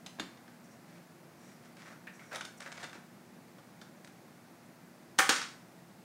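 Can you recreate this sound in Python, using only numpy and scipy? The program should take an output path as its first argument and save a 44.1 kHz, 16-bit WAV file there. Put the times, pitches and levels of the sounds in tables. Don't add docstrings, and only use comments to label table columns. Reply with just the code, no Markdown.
import sys
import numpy as np
from scipy import signal
from scipy.fft import rfft, irfft
from scipy.io import wavfile
from scipy.ndimage import uniform_filter1d

SR = 44100
rng = np.random.default_rng(int(sys.argv[2]) if len(sys.argv) > 2 else 0)


def transcribe(signal):
    frames = np.atleast_2d(signal).T
    limited = np.clip(frames, -1, 1)
    pcm = np.round(limited * 32767).astype(np.int16)
    wavfile.write(sys.argv[1], SR, pcm)


N = 266392
TIME = np.arange(N) / SR
RING_TIME = np.arange(16384) / SR

# [t/s, length/s, crinkle/dB, scrape/dB]
PUSHES = [(.86, 0.12, -56.5, -77), (1.407, 0.11, -56, -78), (1.634, 0.025, -52, -63),
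          (1.763, 0.064, -49, -62), (1.846, 0.037, -49.5, -54), (1.901, .025, -53, -53.5),
          (2.18, 0.076, -57, -67), (2.316, 0.042, -38, -45), (2.6, .026, -42.5, -56),
          (2.654, 0.021, -44.5, -49.5), (2.749, 0.059, -44.5, -63), (2.813, 0.032, -44, -49.5),
          (2.924, .028, -46.5, -56)]
# [t/s, level/dB, thump/dB, tilt/(dB/octave), ring/dB]
KNOCKS = [(0.062, -51.5, -18, 2, -2), (.1875, -52.5, -8, -7, -21), (0.1974, -42.5, 4.5, -1, 1.5),
          (0.3732, -65.5, -18, -3, 1), (0.479, -60.5, -10, -5.5, -16), (2.3579, -46.5, -21, 2.5, -14),
          (2.4091, -44, -14, -2, -7), (2.4504, -51.5, -11, 3, 1), (2.831, -50, -7, -3, -8),
          (2.8395, -49.5, -13, -0.5, -4), (2.894, -63.5, -22, 0, 2), (2.953, -57, -18, -11, -14),
          (3.584, -60.5, -18, -5.5, -14), (3.8146, -57.5, -20, 1, -14)]
# [t/s, crack/dB, wall/dB, thump/dB, tilt/(dB/octave)]
LANDINGS = [(5.183, -48, -71, -74, -1), (5.1873, -28, -31, -41.5, 0.5), (5.1938, -34.5, -26, -46, 0.5),
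            (5.2028, -41, -30.5, -55, 5.5), (5.2919, -27, -29.5, -38, -0.4)]


def amp(db):
    return 10 ** (np.asarray(db) / 20)


def blow(x):
    return x * np.sqrt(0.03 * SR / (np.sum(x ** 2) + 1e-20))


def read(points, hz):
    f, value = np.transpose(points)
    return np.interp(np.log(hz + 1), np.log(f + 1), value)


def add(mix, s, sound):
    part = mix[round(s * SR):][:len(sound)]
    part += sound[:len(part)]


def colour(x, spectrum, tilt=0, size=4096):
    hz = abs(np.fft.fftfreq(size, 1 / SR))
    log_gain = np.log(amp(read(spectrum, hz) + tilt * np.log2(np.maximum(hz, 500))))
    response = np.exp(np.conj(signal.hilbert(log_gain)))
    taps = np.fft.ifft(response).real[:size // 2]
    return signal.oaconvolve(x, taps)[:len(x)]


def uneven(spectrum, ripple_db):
    hz = np.geomspace(60 + 1500, 16000 + 1500, 70) - 1500
    return np.column_stack([hz, read(spectrum, hz) + ripple_db * rng.standard_normal(len(hz))])


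def strike(spectrum, t60, tilt=0):
    decay = amp(-60 * RING_TIME / t60)
    burst = rng.standard_normal(len(decay)) * decay
    for _ in range(4):
        burst = irfft(np.exp(1j * np.angle(rfft(burst)))) * decay ** (1 / 4)
    return blow(colour(burst, spectrum, tilt))


def ring(modes):
    hz, db, t60 = np.transpose(modes)[:, :, None]
    sign = (-1) ** np.arange(len(hz))[:, None]
    partials = sign * amp(db - 60 * RING_TIME / t60) * np.sin(2 * np.pi * hz * RING_TIME)
    return blow(partials.sum(0))


def grains(envelope, spectrum, per_s, spread_db, t60):
    size = amp(spread_db * np.minimum(rng.exponential(1, N), 3)) * rng.choice([-1, 1], N)
    clicks = size * (rng.random(N) < per_s / SR)
    local_rms = np.sqrt(abs(uniform_filter1d(clicks ** 2, size=1500)) + 1e-3)
    shell = strike(spectrum, t60)
    return signal.oaconvolve(envelope * clicks / local_rms, shell / np.linalg.norm(shell))[:N]


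def push(start, length, swell_db=6, release_t60=0.089):
    t = TIME - start
    rising_db = swell_db * (t / length - 1)
    falling_db = -60 * (t - length) / release_t60
    return (t > 0) * amp(np.maximum(np.minimum(rising_db, falling_db), -200))


def arch(start, length):
    return np.sin(np.pi * np.clip((TIME - start) / length, 0, 1))


def kitchen(x, wet_db, build_s=0.0043):
    decay_times = [(150, 0.33), (500, 0.4), (1500, 0.44), (5000, 0.4), (9000, 0.44), (15000, 0.27)]
    hz, t, noise = signal.stft(rng.standard_normal(SR), SR, nperseg=512)
    diffuse = np.exp(1j * np.angle(noise))
    decay = amp(-60 * t / read(decay_times, hz)[:, None])
    tail = signal.istft(diffuse * decay, SR, nperseg=512)[1][:SR]
    tail *= 1 - np.exp(-(TIME[:SR] / build_s) ** 2)
    response = signal.unit_impulse(SR) + amp(wet_db) * tail / np.linalg.norm(tail)
    power = uniform_filter1d(abs(rfft(response)) ** 2, size=50)
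    neutral = np.column_stack([np.arange(len(power)), -10 * np.log10(power / power.mean())])
    return signal.fftconvolve(x, colour(response, neutral))[:N]


def refrigerator(air_db=-56.5, waver_db=1.5):
    air_spectrum = [(24, -71), (40, -38), (75, -23), (93, -14), (174, 3), (247, -6), (266, -5), (342, -6),
                    (407, -10.5), (704, -9.5), (998, -14.5), (2060, -18), (3140, -26.5), (4570, -25.5),
                    (15500, -32.5)]
    hum_tones = [(118, -76.5), (240, -65.5), (340, -71.5)]
    air_gain = amp(read(air_spectrum, np.fft.rfftfreq(N, 1 / SR)))
    air = irfft(rfft(rng.standard_normal(N)) * air_gain, N)
    out = amp(air_db) * air / np.sqrt(np.mean(air ** 2))
    knots = np.linspace(0, TIME[-1], 40)
    for hz, db in hum_tones:
        waver = np.interp(TIME, knots, rng.standard_normal(len(knots)))
        tone = np.sqrt(2) * np.sin(2 * np.pi * (hz * TIME + rng.random()))
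        out += amp(db + waver_db * waver) * tone
    return out


def rubbing():
    strokes = [(.625, .05, -68), (.695, .05, -69), (1.35, .23, -69), (1.76, 0.27, -74), (2.13, 0.048, -64),
               (2.172, 0.2, -69), (2.569, 0.022, -58.5)]
    fur_spectrum = [(2500, -8), (4800, -30), (5600, 11), (6400, 2), (7700, 2), (10000, -6), (15000, -28)]
    package_spectrum = [(200, -36), (480, -8), (600, 0.5), (800, -4.5), (1050, -4), (1300, 3.5),
                        (1650, -2.5), (2000, -3), (3000, -22), (9000, -35)]
    brushing = sum(amp(db) * arch(s, length) for s, length, db in strokes)
    shoving = sum(amp(db) * push(s, length) for s, length, _, db in PUSHES)
    fur = grains(brushing, fur_spectrum, per_s=4000, spread_db=2, t60=0.01)
    package = grains(shoving, package_spectrum, per_s=770, spread_db=3.5, t60=0.033)
    return fur + package


def bags(snap_db=-20.5, rustle_db=-7):
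    film = [(150, -21), (600, 2.5), (950, 1), (1500, 6.5), (2200, 5.5), (2900, -3), (4000, -2.5),
            (6000, -5), (9300, -11.5), (11000, -26), (15500, -52)]
    snaps = [(1.768, -43.5, 1.5), (1.8781, -42, -1), (2.3217, -38, -7), (2.3292, -38, 1),
             (2.3482, -31, 3.5), (2.6047, -32, 3.5), (2.6613, -31, -4), (2.7183, -32, 0.5),
             (2.725, -31.5, 0.8), (2.777, -33, -1.5), (2.813, -42, 5), (2.8295, -37, 5), (2.9299, -38, 0),
             (4.046, -38, 4), (4.0748, -41.5, 1.5)]
    # [t/s, level/dB, f/Hz]
    resonances = [(.0622, -59, 3100), (2.0695, -50.5, 1810), (2.071, -55, 2520), (2.194, -57.5, 2180),
                  (2.212, -62, 1500), (2.231, -64, 2200), (2.3125, -52, 1490), (2.33, -49.5, 640),
                  (2.662, -56, 1730), (2.93, -59, 1470), (3.815, -60.5, 1650)]
    pressure = sum(amp(db) * push(s, length) for s, length, db, _ in PUSHES)
    out = amp(rustle_db) * grains(pressure, film, per_s=900, spread_db=2.5, t60=0.0435)
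    for s, db, tilt in snaps:
        add(out, s, amp(db + snap_db) * strike(uneven(film, ripple_db=3), t60=0.034, tilt=tilt))
    for s, db, hz in resonances:
        peak = [(hz / 4, -30), (hz / 1.34, -14), (hz, 0), (hz * 1.15, -15), (hz * 4, -38)]
        add(out, s, amp(db) * strike(peak, t60=0.14))
    return out


def knocks(thump_db=-6):
    # [f/Hz, level/dB]
    clack_spectrum = [(60, -33), (200, -15), (600, -3), (1000, 0), (1600, 4.5), (2800, -5.5), (3600, 0),
                      (4300, -3), (5200, -1.5), (7000, -8), (9500, -14), (15000, -34)]
    hollow_spectrum = [(40, -22), (130, -17), (220, -1.5), (300, 1.5), (430, -12.5), (1500, -52)]
    out = np.zeros(N)
    for s, db, hollow_db, tilt, _ in KNOCKS:
        clack = strike(uneven(clack_spectrum, ripple_db=4), t60=0.083, tilt=tilt)
        thump = strike(hollow_spectrum, t60=0.2)
        add(out, s, amp(db) * (clack + amp(thump_db + hollow_db) * thump))
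    return out


def ringing(canister_db=-3, container_db=-2.5):
    canister_modes = [(530, -23, 0.12), (776, -0.5, 0.18), (1137, 2, 0.25), (1250, -7.5, 0.3),
                      (1373, 6.5, 0.11), (1440, -4, 0.25), (1610, -12, 0.26), (1730, 0, 0.15),
                      (1837, -1, 0.27), (2030, -8, 0.46), (2400, -7, 0.093), (3000, -13, 0.28),
                      (4420, -16, 0.35), (6400, -2, 0.23)]
    container_modes = [(760, 2, 0.056), (1012, -6, 0.079), (1623, 1, 0.09), (2240, -9, .08),
                       (2830, -0.5, 0.095), (3140, 2, 0.041), (3460, -2, 0.067), (3540, -3, 0.24),
                       (3660, 11, 0.038), (4100, -11, .06), (4660, -4, 0.12), (5270, -13, .04),
                       (6480, -2, 0.08), (6800, -3, 0.073), (7400, -8, .06)]
    out = np.zeros(N)
    for s, _, wall_db, _, _ in LANDINGS:
        add(out, s, amp(canister_db + wall_db) * ring(canister_modes))
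    for s, db, _, _, ring_db in KNOCKS:
        add(out, s, amp(container_db + db + ring_db) * ring(container_modes))
    return out


def treats(hop_s=0.0563, hop_loss_db=6, rise_s=0.0048, patter_t60=0.16):
    tosses = [(5.205, -38), (5.298, -26)]
    pellet_spectrum = [(200, -33), (700, -7), (1500, 10.5), (2600, 4), (4300, 2.5), (6000, 3),
                       (9300, -12.5), (11000, -15), (15500, -46)]
    patter = np.minimum(RING_TIME / rise_s, 1) * amp(-60 * RING_TIME / patter_t60)
    envelope = np.zeros(N)
    for s, db in tosses:
        for hop in range(3):
            add(envelope, s + hop * hop_s, amp(db - hop * hop_loss_db) * patter)
    return grains(envelope, pellet_spectrum, per_s=810, spread_db=2, t60=0.025)


def canister():
    crack_spectrum = [(60, -42), (180, -14.5), (520, -5), (680, -13), (1100, -2), (1700, -8.5), (2100, -10),
                      (2700, -6), (3300, -1.5), (4300, -3.5), (6300, -6), (9300, -8), (10800, -21.5),
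                      (15500, -29)]
    wall_spectrum = [(300, -31), (680, -29), (800, 2), (950, -11), (1150, -1.5), (1400, -2), (1780, 2),
                     (1950, -6), (2400, -4), (2900, -24), (9000, -27)]
    hollow_spectrum = [(40, -47), (90, -45), (140, -10.5), (210, 0.5), (320, 4.5), (420, -2.5), (520, 7.5),
                       (680, -15), (2000, -46)]
    out = np.zeros(N)
    for s, crack_db, wall_db, hollow_db, tilt in LANDINGS:
        crack = strike(uneven(crack_spectrum, ripple_db=3), t60=0.085, tilt=tilt)
        wall = strike(wall_spectrum, t60=0.065)
        thump = strike(hollow_spectrum, t60=0.096)
        add(out, s, amp(crack_db) * crack + amp(wall_db) * wall + amp(hollow_db) * thump)
    return out


def scene():
    clatter = canister() + treats() + knocks() + bags() + rubbing()
    return (kitchen(clatter, wet_db=-5) + kitchen(ringing(), wet_db=-13.5) + refrigerator())[None]


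def record(dry):
    lowpass = signal.firwin(511, 15800, window=("kaiser", 9), fs=SR)
    return signal.oaconvolve(dry, lowpass[None], "same")


dry = scene()
out = record(dry)
transcribe(out)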